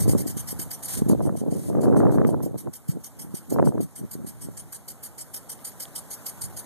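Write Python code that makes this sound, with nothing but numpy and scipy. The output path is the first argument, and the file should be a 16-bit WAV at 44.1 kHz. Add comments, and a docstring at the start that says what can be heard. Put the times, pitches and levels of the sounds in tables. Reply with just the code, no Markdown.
"""An impact sprinkler ticks on a lawn: its arm swings into the water jet, clicks, rings the metal head
and throws out a short spray, fast at first, then slowing to a steady 6.5 times a second.
A dog blocks the jet twice, with a paw and with its mouth. The jet hisses, a few fat drops land and
the garden murmurs far away. Wind gusts buffet a hand-held camera, whose two close microphones (mics)
are subtracted from each other to make the stereo sound wider."""
import sys
import numpy as np
from scipy import signal
from scipy.fft import rfft, irfft
from scipy.io import wavfile
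from scipy.ndimage import uniform_filter1d, map_coordinates

SR = 44100
rng = np.random.default_rng(int(sys.argv[2]) if len(sys.argv) > 2 else 0)


def unload_audio(sound):
    """Save the sound as a 16-bit wav file, at the path given as the first command line argument."""
    columns = np.transpose(np.atleast_2d(sound))
    # keep every value between -1 and 1, then stretch to whole-number steps
    steps = np.round(np.clip(columns, -1, 1) * 32767)
    wavfile.write(sys.argv[1], SR, steps.astype(np.int16))


N = 293265
TIME = np.arange(N) / SR

# A COLOUR table only says how strong low and high pitches are compared with each other.
# the far-off murmur of the garden: f/Hz, level/dB
GARDEN_COLOUR = [(60, 9), (130, 13), (250, 9.5), (400, 0.5), (800, -2), (1300, -13), (2000, -34),
                 (3500, -30), (6000, -34)]
# how loud the murmur is heard (it dips, swells near 2 s, dips again, then slowly rises): t/s, level/dB
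GARDEN_LEVEL = [(0, -49), (.28, -50), (.55, -45.5), (1.06, -46.5), (1.2, -61), (1.8, -50), (2.13, -42.5),
                (2.6, -55.5), (3.3, -51), (3.68, -54), (4.2, -53), (5.1, -50.5), (5.85, -48.5),
                (6.65, -46.5)]
# the rumble of the camera body: f/Hz, level/dB
RUMBLE_COLOUR = [(20, -46), (45, 2.5), (100, 4), (150, 1.5), (300, -16.5), (1000, -54.5)]
# the hand shifts on the camera: peak t/s, level/dB, rise/s, fall/s (each over 10 dB)
HAND_SHIFTS = [(.08, -24, 0.12, 0.12), (.5, -39, 0.42, 0.31), (1.1, -29, 0.17, 0.22),
               (4.55, -44.5, 0.31, 0.15), (6.46, -40, 0.074, 0.13)]
# gusts of wind: peak t/s, strength/dB, rise/s, fall/s (each over 10 dB)
WIND_GUSTS = [(0, -23.5, .03, 0.032), (.1, -22.5, 0.073, 0.2), (.365, -34, 0.011, 0.038),
              (.58, -38, 0.051, 0.079), (.99, -25.5, 0.021, 0.011), (1.115, -19.5, 0.05, 0.027),
              (1.26, -21, 0.12, 0.11), (1.48, -23, 0.075, 0.15), (1.8, -19, 0.14, 0.48),
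              (2.0, -15, 0.14, 0.31), (2.28, -21, 0.17, 0.23), (2.555, -19.5, 0.0081, 0.0069),
              (2.675, -25, 0.033, 0.02), (2.97, -31.5, 0.079, 0.032), (3.25, -40, 0.08, 0.15),
              (3.53, -21.5, 0.033, 0.054), (3.6, -15, 0.047, 0.038), (3.67, -17.5, 0.049, 0.047),
              (3.785, -22.5, 0.082, 0.057), (4.03, -30.5, 0.044, 0.034), (4.2, -34.5, 0.073, 0.1),
              (4.46, -34.5, 0.035, 0.064)]
# eddies (swirls of air), large to small: f/Hz, relative level/dB, growth/(dB per gust dB), rate/(1/s)
EDDY_SIZES = [(163, -4.5, 0.88, 600), (303, -3, 1.495, 650), (697, -20, 2.37, 260), (1200, -45, 2.3, 140)]
# single hard hits of wind: t/s, peak level/dB, f/Hz
WIND_HITS = [(.08, -4.5, 256), (.096, -12.5, 317), (.151, -2.5, 264), (.301, -25, 230), (.369, -19.5, 221),
             (.529, -20, 244), (.594, -20, 204), (.663, -29, 230), (.971, -20, 217), (1.021, -3, 221),
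             (1.065, -10.5, 190), (1.099, 0, 262), (1.124, -2.5, 195), (1.133, -2.5, 273), (1.15, -9, 300),
             (1.206, -16, 533), (1.212, -11.5, 380), (1.294, -16.5, 640), (1.354, -15.5, 338),
             (1.416, -13, 263), (1.438, -15.5, 315), (1.481, -11, 266), (1.525, -11.5, 267),
             (1.701, -14, 380), (1.844, -6, 323), (1.857, -15, 557), (1.882, -2.5, 300), (1.901, -3, 288),
             (1.927, -22.5, 800), (1.937, -3.5, 293), (1.947, -12, 560), (1.967, -14, 780), (1.992, 0, 218),
             (2.004, -12, 800), (2.036, -6.5, 412), (2.054, -11, 540), (2.061, -7, 323), (2.069, -14, 750),
             (2.176, -8, 337), (2.184, -13.5, 704), (2.217, -15, 710), (2.229, -17, 300),
             (2.249, -17.5, 1170), (2.251, 0, 248), (2.291, -7, 393), (2.344, -10.5, 516),
             (2.405, -23, 547), (2.463, -14, 278), (2.544, -17.5, 322), (2.673, -21, 571),
             (2.972, -19.5, 249), (3.342, -17, 194), (3.525, -6.5, 310), (3.562, -12.5, 520),
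             (3.587, -10, 700), (3.598, -2, 524), (3.627, -0.5, 392), (3.673, -16, 580), (3.722, -22, 516),
             (3.78, -22.5, 685), (3.804, -9, 260), (4.154, -20.5, 209), (4.247, -20, 216),
             (4.487, -24, 302)]
# a dull thump on one mic: t/s, level/dB, f/Hz, decay/s
DULL_THUMPS = [(2.888, -6.5, 147, 0.0028)]
# the hiss of the free jet: f/Hz, level/dB
JET_COLOUR = [(1500, 2.5), (2500, -6), (3700, -9.5), (5000, -7.5), (7000, 0.5), (9600, 3.5), (10500, 0),
              (12000, 4), (13900, -2)]
# how loud the jet hisses: t/s, level/dB
HISS_LEVEL = [(0, -48.5), (.55, -49.5), (1.06, -51.5), (1.2, -57), (1.75, -55.5), (2.4, -59.5),
              (3.1, -56.5), (3.45, -54), (3.7, -58), (4.2, -56.5), (4.65, -54.5), (5.0, -54.5), (5.72, -51),
              (6.2, -49), (6.65, -50)]
# fat drops landing nearby: t/s, level/dB, f/Hz
FAT_DROPS = [(5.592, -49, 3070), (5.718, -43, 6800), (5.854, -35, 3220)]
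# water hitting the dog: f/Hz, level/dB
DOG_COLOUR = [(300, -11), (1000, -17), (2000, -12), (3500, -14), (5000, -7.5), (7400, -2), (9300, 7),
              (10500, -5), (12000, 2.5), (14000, -10)]
# the dog blocks the jet: t/s, level/dB, length/s, extra level of the first slap/dB
DOG_BLOCKS = [(0.88, -32.5, 0.11, 0.5), (1.554, -45, 0.15, -5)]
# the notes of the metal head: f/Hz, level next to the spray/dB, time to fade by 60 dB/s
HEAD_NOTES = [(2150, -19, .035), (3273, -29, .08), (3661, -30.5, .17), (4520, -17, .045), (6561, -15.5, .1),
              (7687, -17, .07), (9075, -13, .08), (11750, -13, .03)]
# the arm hitting the frame: f/Hz, level/dB
KNOCK_COLOUR = [(600, -5), (1400, -20), (2200, -0.5), (3000, -9.5), (3750, -17.5), (4600, 6), (6000, 8),
                (9000, 14.5), (13500, -4)]
# the jet first meeting the arm: f/Hz, level/dB
SMACK_COLOUR = [(700, -4), (1500, 10), (2200, 11), (3100, 13), (3750, -1), (4600, 24), (7000, 0),
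                (13000, 21.5)]
# large drops spat off the arm: f/Hz, level/dB
SPIT_COLOUR = [(1000, -1), (2200, -33), (3100, 10), (3700, -12.5), (4500, -4.5), (7500, 8.5), (10000, 0),
               (12300, 13), (14000, 0)]
# the spray off the arm: f/Hz, level/dB
SPRAY_COLOUR = [(500, -32), (1500, -17.5), (2300, -18.5), (3200, -31.5), (3750, -21), (4500, -11),
                (6000, -6.5), (7400, -5.5), (8600, 2.5), (9850, 1), (10500, -8), (11000, 0), (12400, 0),
                (13000, -6.5), (13900, -8)]
# swings of the arm into the jet:
# t/s, level/dB, time in the jet/s, hardness of the landing/dB, brightness/dB, delay of the landing/s
ARM_SWINGS = [(0.0, -31.5, 0.043, 1, 1, 0.007), (.08, -31.5, 0.05, 0.5, -1.5, 0.016),
              (.177, -33, 0.044, -1, 0, .007), (.268, -33.5, 0.048, 1.5, .5, .012),
              (.37, -32.5, 0.038, -0.5, 0.5, .009), (.474, -32.5, .051, 1.5, 4, 0.014),
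              (0.591, -31, 0.043, 1.5, 1, 0.0071), (.707, -32.5, 0.045, 2.5, 3, 0.0083),
              (0.827, -32.5, 0.041, -2, -0.5, .006), (1.086, -37, 0.039, 2, 1, 0.0066),
              (1.221, -45, 0.053, -3, 0, 0.014), (1.364, -45.5, 0.047, 1.5, -6, 0.0064),
              (1.507, -45.5, 0.044, 0, -7.5, 0.011), (1.809, -42.5, 0.047, -2, -4, 0.0063),
              (1.964, -44.5, 0.038, -0.5, -6.5, 0.0077), (2.114, -44.5, 0.049, -4, 0, .01),
              (2.268, -43, 0.041, -2.5, -1, 0.012), (2.426, -40.5, 0.035, 1, 5, 0.0062),
              (2.578, -38.5, 0.034, -1.5, 1, 0.0068), (2.733, -39, 0.037, 1, 2.5, .005),
              (2.882, -38, 0.04, -4, -.5, 0.0099), (3.039, -39, 0.038, 2, 1.5, 0.0061),
              (3.191, -36.5, 0.041, 0, 2.5, 0.0061), (3.345, -37, 0.041, 0, .5, 0.0066),
              (3.498, -38.5, 0.045, 3, 3, 0.0068), (3.648, -42, 0.044, 3, -0.5, .011),
              (3.807, -39, 0.035, -.5, 1.5, 0.0044), (3.956, -41, 0.046, 2.5, 2, 0.0063),
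              (4.111, -37.5, 0.034, 1, 1.5, 0.0062), (4.265, -37, 0.036, -3, 0.5, 0.0056),
              (4.413, -40.5, 0.045, -1, -4, .009), (4.571, -37.5, 0.035, -0.5, -2, 0.0051),
              (4.724, -37.5, 0.044, 2, 1, 0.0052), (4.881, -36.5, 0.036, 1.5, 0.5, 0.0038),
              (5.031, -37, 0.041, 1, 0, 0.0064), (5.181, -35.5, 0.045, -2.5, -1.5, 0.0096),
              (5.338, -34.5, 0.042, 3.5, 2, 0.0075), (5.493, -35.5, 0.04, 0, -1.5, 0.008),
              (5.646, -34.5, 0.045, 4.5, .5, 0.0058), (5.8, -31.5, 0.036, 1, 1, 0.005),
              (5.953, -33, 0.039, 3, -2, 0.0096), (6.106, -32, 0.04, -2, 2.5, 0.0085),
              (6.259, -32, 0.04, 4, 1, 0.0088), (6.413, -33, 0.044, 3, 1, .008),
              (6.566, -33.5, 0.037, 0.5, 2, .008)]
# how much of the other mic is subtracted: f/Hz, share (0 to 1)
CROSS_SHARE = [(2700, 1), (3900, .88), (5600, .42), (9000, .24)]

SLAP_WIDTH_S = .005  # how long the water's first slap takes to die down


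def gain_of(db):
    """Turns decibels into a number to multiply a sound by."""
    return 10 ** (np.asarray(db) / 20)


def evened(x):
    """Scales x so that its average size (rms) is 1."""
    return x / np.sqrt(np.mean(x ** 2) + 1e-20)


def curve(rows):
    """Joins (time, value) points with straight lines."""
    return np.interp(TIME, *np.transpose(rows))


def coloured(x, colour):
    """Shapes the lows and highs of x with a colour table; the result has average size 1."""
    hz, db = np.transpose(colour)
    bins = np.fft.rfftfreq(N, 1 / SR)
    gains = gain_of(np.interp(np.log(bins + 1), np.log(hz), db))
    return evened(irfft(rfft(x) * gains, N))


def flutter(hz):
    """A smooth random wobble of average size 1, with up to about hz changes a second."""
    slow_time = TIME[::16]
    bins = np.fft.rfftfreq(len(slow_time), slow_time[1])
    slow = irfft(rfft(rng.standard_normal(len(slow_time))) * np.exp(-(bins / hz) ** 2), len(slow_time))
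    return np.interp(TIME, slow_time, evened(slow))


def patchy(x, db):
    """Makes x louder and softer in random patches about 400 Hz wide and 30 ms long."""
    grid = signal.stft(x, nperseg=512)[2]  # the sound laid out by pitch and time
    patches = uniform_filter1d(rng.standard_normal(grid.shape[1:]), size=5, axis=0)
    patches = uniform_filter1d(patches, size=6, axis=1)
    return evened(signal.istft(grid * gain_of(db * evened(patches)), nperseg=512)[1][:, :N])


def impacts(per_s, spread_db):
    """Tiny random clicks, different at each mic; more spread makes a few stand out."""
    lands = rng.random((2, N)) < per_s / SR
    sign, size = np.sign(rng.random((2, N)) - .5), rng.exponential(1, (2, N))
    out = np.zeros((2, N))
    out[lands] = sign[lands] * gain_of(spread_db * np.minimum(size[lands], 4))
    return evened(out)


def partly_shared(pair, share):
    """Makes the two mics partly alike: direct sound is the same at both, scattered sound is not."""
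    return np.array([pair[0], share * pair[0] + np.sqrt(1 - share ** 2) * pair[1]])


def swells(rows, rest_db):
    """The level in dB of rounded swells that rise out of a resting level."""
    power = gain_of(rest_db) ** 2
    for at, db, rise, fall in rows:
        from_peak = (TIME - at) / np.where(TIME < at, rise, fall)
        power = power + gain_of(db - 10 * from_peak ** 2) ** 2
    return 10 * np.log10(power)


def bursts(rows, rise_s, fall_s, dip_db=0):
    """How much water sprays: a first slap, a dip if asked for, a steady part, then drops in the air."""
    out = np.zeros(N)
    for at, db, length, slap_db, slap_delay in rows:
        near = slice(max(int((at - .03) * SR), 0), int((at + length + .13) * SR))
        t = TIME[near] - at
        enters = (1 + np.tanh(t / rise_s)) / 2
        stays = (1 - np.tanh((t - length) / fall_s)) / 2
        from_slap = (t - slap_delay) / SLAP_WIDTH_S
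        slap = gain_of(slap_db * np.exp(-from_slap ** 2) + dip_db * np.exp(-(from_slap - 2.3) ** 2))
        airborne = gain_of(-11.5) * np.exp(-np.maximum(t - length, 0) / .025)
        out[near] += gain_of(db) * enters * (slap * stays + airborne * (1 - stays))
    return out


def garden():
    """A low murmur from far away, which reaches both mics almost alike."""
    noise = rng.standard_normal(N) + .31 * rng.standard_normal((2, N))
    return gain_of(curve(GARDEN_LEVEL)) * coloured(noise, GARDEN_COLOUR)


def handling():
    """The camera body rumbles dully as the hand shifts on it."""
    level_db = swells(HAND_SHIFTS, rest_db=-54.5)
    return gain_of(level_db) * coloured(rng.standard_normal((2, N)), RUMBLE_COLOUR)


def eddy(hz):
    """One swirl of air passes a mic: a spike of pressure between two shallow dips."""
    from_centre = 2 * np.pi * hz * np.arange(-900, 901) / SR / 2.5
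    return (1 - 3 * from_centre ** 2) / (1 + from_centre ** 2) ** 3


def wind():
    """Eddies hit each mic separately; small ones grow faster with the gust, so strong gusts crackle."""
    strong_db = -13  # gusts are counted from this strength and stop growing 1 dB below it
    gust_db = np.minimum(swells(WIND_GUSTS, rest_db=-64) - strong_db + 2.3 * flutter(102), -1)
    out = np.zeros((2, N))
    for hz, db, growth, per_s in EDDY_SIZES:
        eddies = signal.oaconvolve(impacts(per_s, spread_db=2.5), eddy(hz)[None], "same", axes=1)
        out += gain_of(strong_db + db + growth * gust_db) * evened(eddies)
    bass_cut = signal.butter(3, 88, "highpass", fs=SR, output="sos")
    return gain_of(-2) * signal.sosfilt(bass_cut, out)


def buffets():
    """A hard eddy hits the mic facing the wind; two more follow, each 12 dB weaker than the last."""
    out = np.zeros((2, N))
    for at, db, hz in WIND_HITS:
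        chance = rng.random(4)
        pulse = gain_of(db) * eddy(hz) * np.sign(chance[3] - .5)
        for k in range(3):
            delay = (k + .26 * min(k, 1) * chance[k]) / hz
            start = round((at + delay) * SR) - len(pulse) // 2
            out[1, start:start + len(pulse)] += gain_of(-12 * k) * pulse
    return out


def thump():
    """A very short low note swells and dies away on the second mic."""
    out = np.zeros((2, N))
    for at, db, hz, decay in DULL_THUMPS:
        t = np.maximum(TIME - at, 0)
        out[1] += gain_of(db) * (t / decay) ** 2 * np.exp(-t / decay) * np.sin(2 * np.pi * hz * t)
    return out


def jet_hiss():
    """Thousands of tiny droplets a second blend into the fine hiss of the jet."""
    droplets = partly_shared(impacts(per_s=5000, spread_db=1.5), share=.012)
    level_db = curve(HISS_LEVEL) + .75 * flutter(31)
    return gain_of(level_db) * patchy(coloured(droplets, JET_COLOUR), db=2)


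def fat_drops():
    """Each fat drop lands with a short, high tick and a tiny splash."""
    out, noise = np.zeros(N), rng.standard_normal(N)
    for at, db, hz in FAT_DROPS:
        t = np.maximum(TIME - at, 0)
        tick = np.exp(-t / .00088) * np.sin(2 * np.pi * hz * t)
        splash = gain_of(-10) * (t > 0) * np.exp(-t / .0016) * noise
        out += gain_of(db) * (tick + splash)
    return out


def dog_in_jet():
    """The jet breaks into droplets on the dog's paw or mouth."""
    amount = bursts([(*row, SLAP_WIDTH_S) for row in DOG_BLOCKS], rise_s=.0082, fall_s=.017)
    amount *= gain_of(1.84 * flutter(60))
    return amount * coloured(impacts(per_s=9000, spread_db=-.5), DOG_COLOUR)


def head_ring():
    """The arm rings the metal head as it lands, and more softly as it turns back."""
    t, out = np.arange(SR // 4) / SR, np.zeros((2, N + SR))
    hz, note_db, fade_s = np.transpose(HEAD_NOTES)[:, :, None]
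    for at, db, in_jet, hard_db, _, lands in ARM_SWINGS:
        for delay, blow_db in (lands, hard_db / 2), (.68 * in_jet, -5):
            start_db = db + blow_db + note_db + 3 * rng.standard_normal(hz.shape)
            detuned = hz * (1 + .003 * rng.standard_normal(hz.shape))  # water on the head shifts it
            waves = np.sin(2 * np.pi * (detuned * t + rng.random((2, len(hz), 1))))
            notes = gain_of(start_db - 60 * t / fade_s) * waves
            out[:, round((at + delay) * SR):][:, :len(t)] += notes.sum(1)
    return out[:, :N]


def arm_knock():
    """The arm lands on the frame with one short, dry click; harder landings are louder."""
    blows, decay_s = np.zeros(N), .0026
    for at, db, _, hard_db, _, lands in ARM_SWINGS:
        blows[round((at + lands - .001) * SR)] = gain_of(db - 2.5 + 1.6 * hard_db)
    fading = signal.lfilter([1], [1, -np.exp(-1 / (decay_s * SR))], blows)
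    return fading * patchy(coloured(rng.standard_normal((2, N)), KNOCK_COLOUR), db=7.5)


def jet_smack():
    """The jet first meets the arm with a brief smack of droplets."""
    contacts = [(at + lands - .003, db - 9 + hard_db, .007, 0, 0)
                for at, db, _, hard_db, _, lands in ARM_SWINGS]
    droplets = partly_shared(impacts(per_s=2900, spread_db=3), share=.15)
    return bursts(contacts, rise_s=.0008, fall_s=.005) * patchy(coloured(droplets, SMACK_COLOUR), db=5)


def lawn_echo(pair):
    """Adds the bounce off the lawn; its path changes as the spray swings, so no two spurts sound alike."""
    delay_s = .0004 * (1 + .13 * flutter(7.9))
    echo = np.array([map_coordinates(x, [(TIME - delay_s) * SR], order=3) for x in pair])
    return evened(pair + gain_of(-9) * echo)


def sprinkler_spray():
    """The jet shatters on the arm into a thick, sputtering spray, finer on some swings."""
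    spurts = [(at, db, in_jet, .2 + hard_db, lands) for at, db, in_jet, hard_db, _, lands in ARM_SWINGS]
    amount = bursts(spurts, rise_s=.004, fall_s=.008, dip_db=-3.5)  # dips as the jet pushes the arm back
    amount *= gain_of(.3 * flutter(75) + .14 * flutter(300))
    droplets = partly_shared(impacts(per_s=9000, spread_db=.5), share=.031)
    spray = patchy(coloured(droplets, SPRAY_COLOUR), db=3.3)
    large_drops = partly_shared(impacts(per_s=450, spread_db=2.2), share=.37)
    spray = lawn_echo(spray + gain_of(-11.5) * coloured(large_drops, SPIT_COLOUR))
    # the finest drops hiss above 10800 Hz; a bright swing has more of them and less of the rest
    fine = signal.sosfiltfilt(signal.butter(4, 10800, "highpass", fs=SR, output="sos"), spray)
    bright_db = curve([(at + t, db) for at, _, in_jet, _, db, _ in ARM_SWINGS for t in (0, in_jet)])
    bright_db += .72 * flutter(40)
    return amount * (fine * gain_of(bright_db / 2) + (spray - fine) * gain_of(-bright_db / 2))


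def scene():
    """Adds up the sounds at the two mics; the second mic catches more wind."""
    sprinkler = sprinkler_spray() + jet_smack() + arm_knock() + head_ring()
    water = (sprinkler + dog_in_jet()) * gain_of([[-.1], [-.3]])
    air = wind() * gain_of([[-2], [1.2]]) + buffets() + thump()
    air = .6 * np.tanh(air / .6)  # the hardest gusts softly overload the mics
    return water + fat_drops() + jet_hiss() + garden() + air + handling()


def record(dry):
    """Each side is one mic minus a late, dull copy of the other; deep bass and top treble are cut."""
    bins = np.fft.rfftfreq(N, 1 / SR)
    share = np.interp(bins, *np.transpose(CROSS_SHARE))
    delay = np.exp(-2j * np.pi * bins * 17 / SR)  # 17 samples late
    wide = dry - irfft(rfft(dry[::-1]) * share * delay, N)
    bass_cut = signal.butter(2, 70, "highpass", fs=SR, output="sos")
    wide = signal.sosfilt(bass_cut, wide) * gain_of([[-.2], [.2]])
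    treble_cut = signal.firwin(511, 13980, window=("kaiser", 9), fs=SR)
    return signal.oaconvolve(wide, treble_cut[None], "same", axes=1)


dry = scene()
out = record(dry)
unload_audio(out)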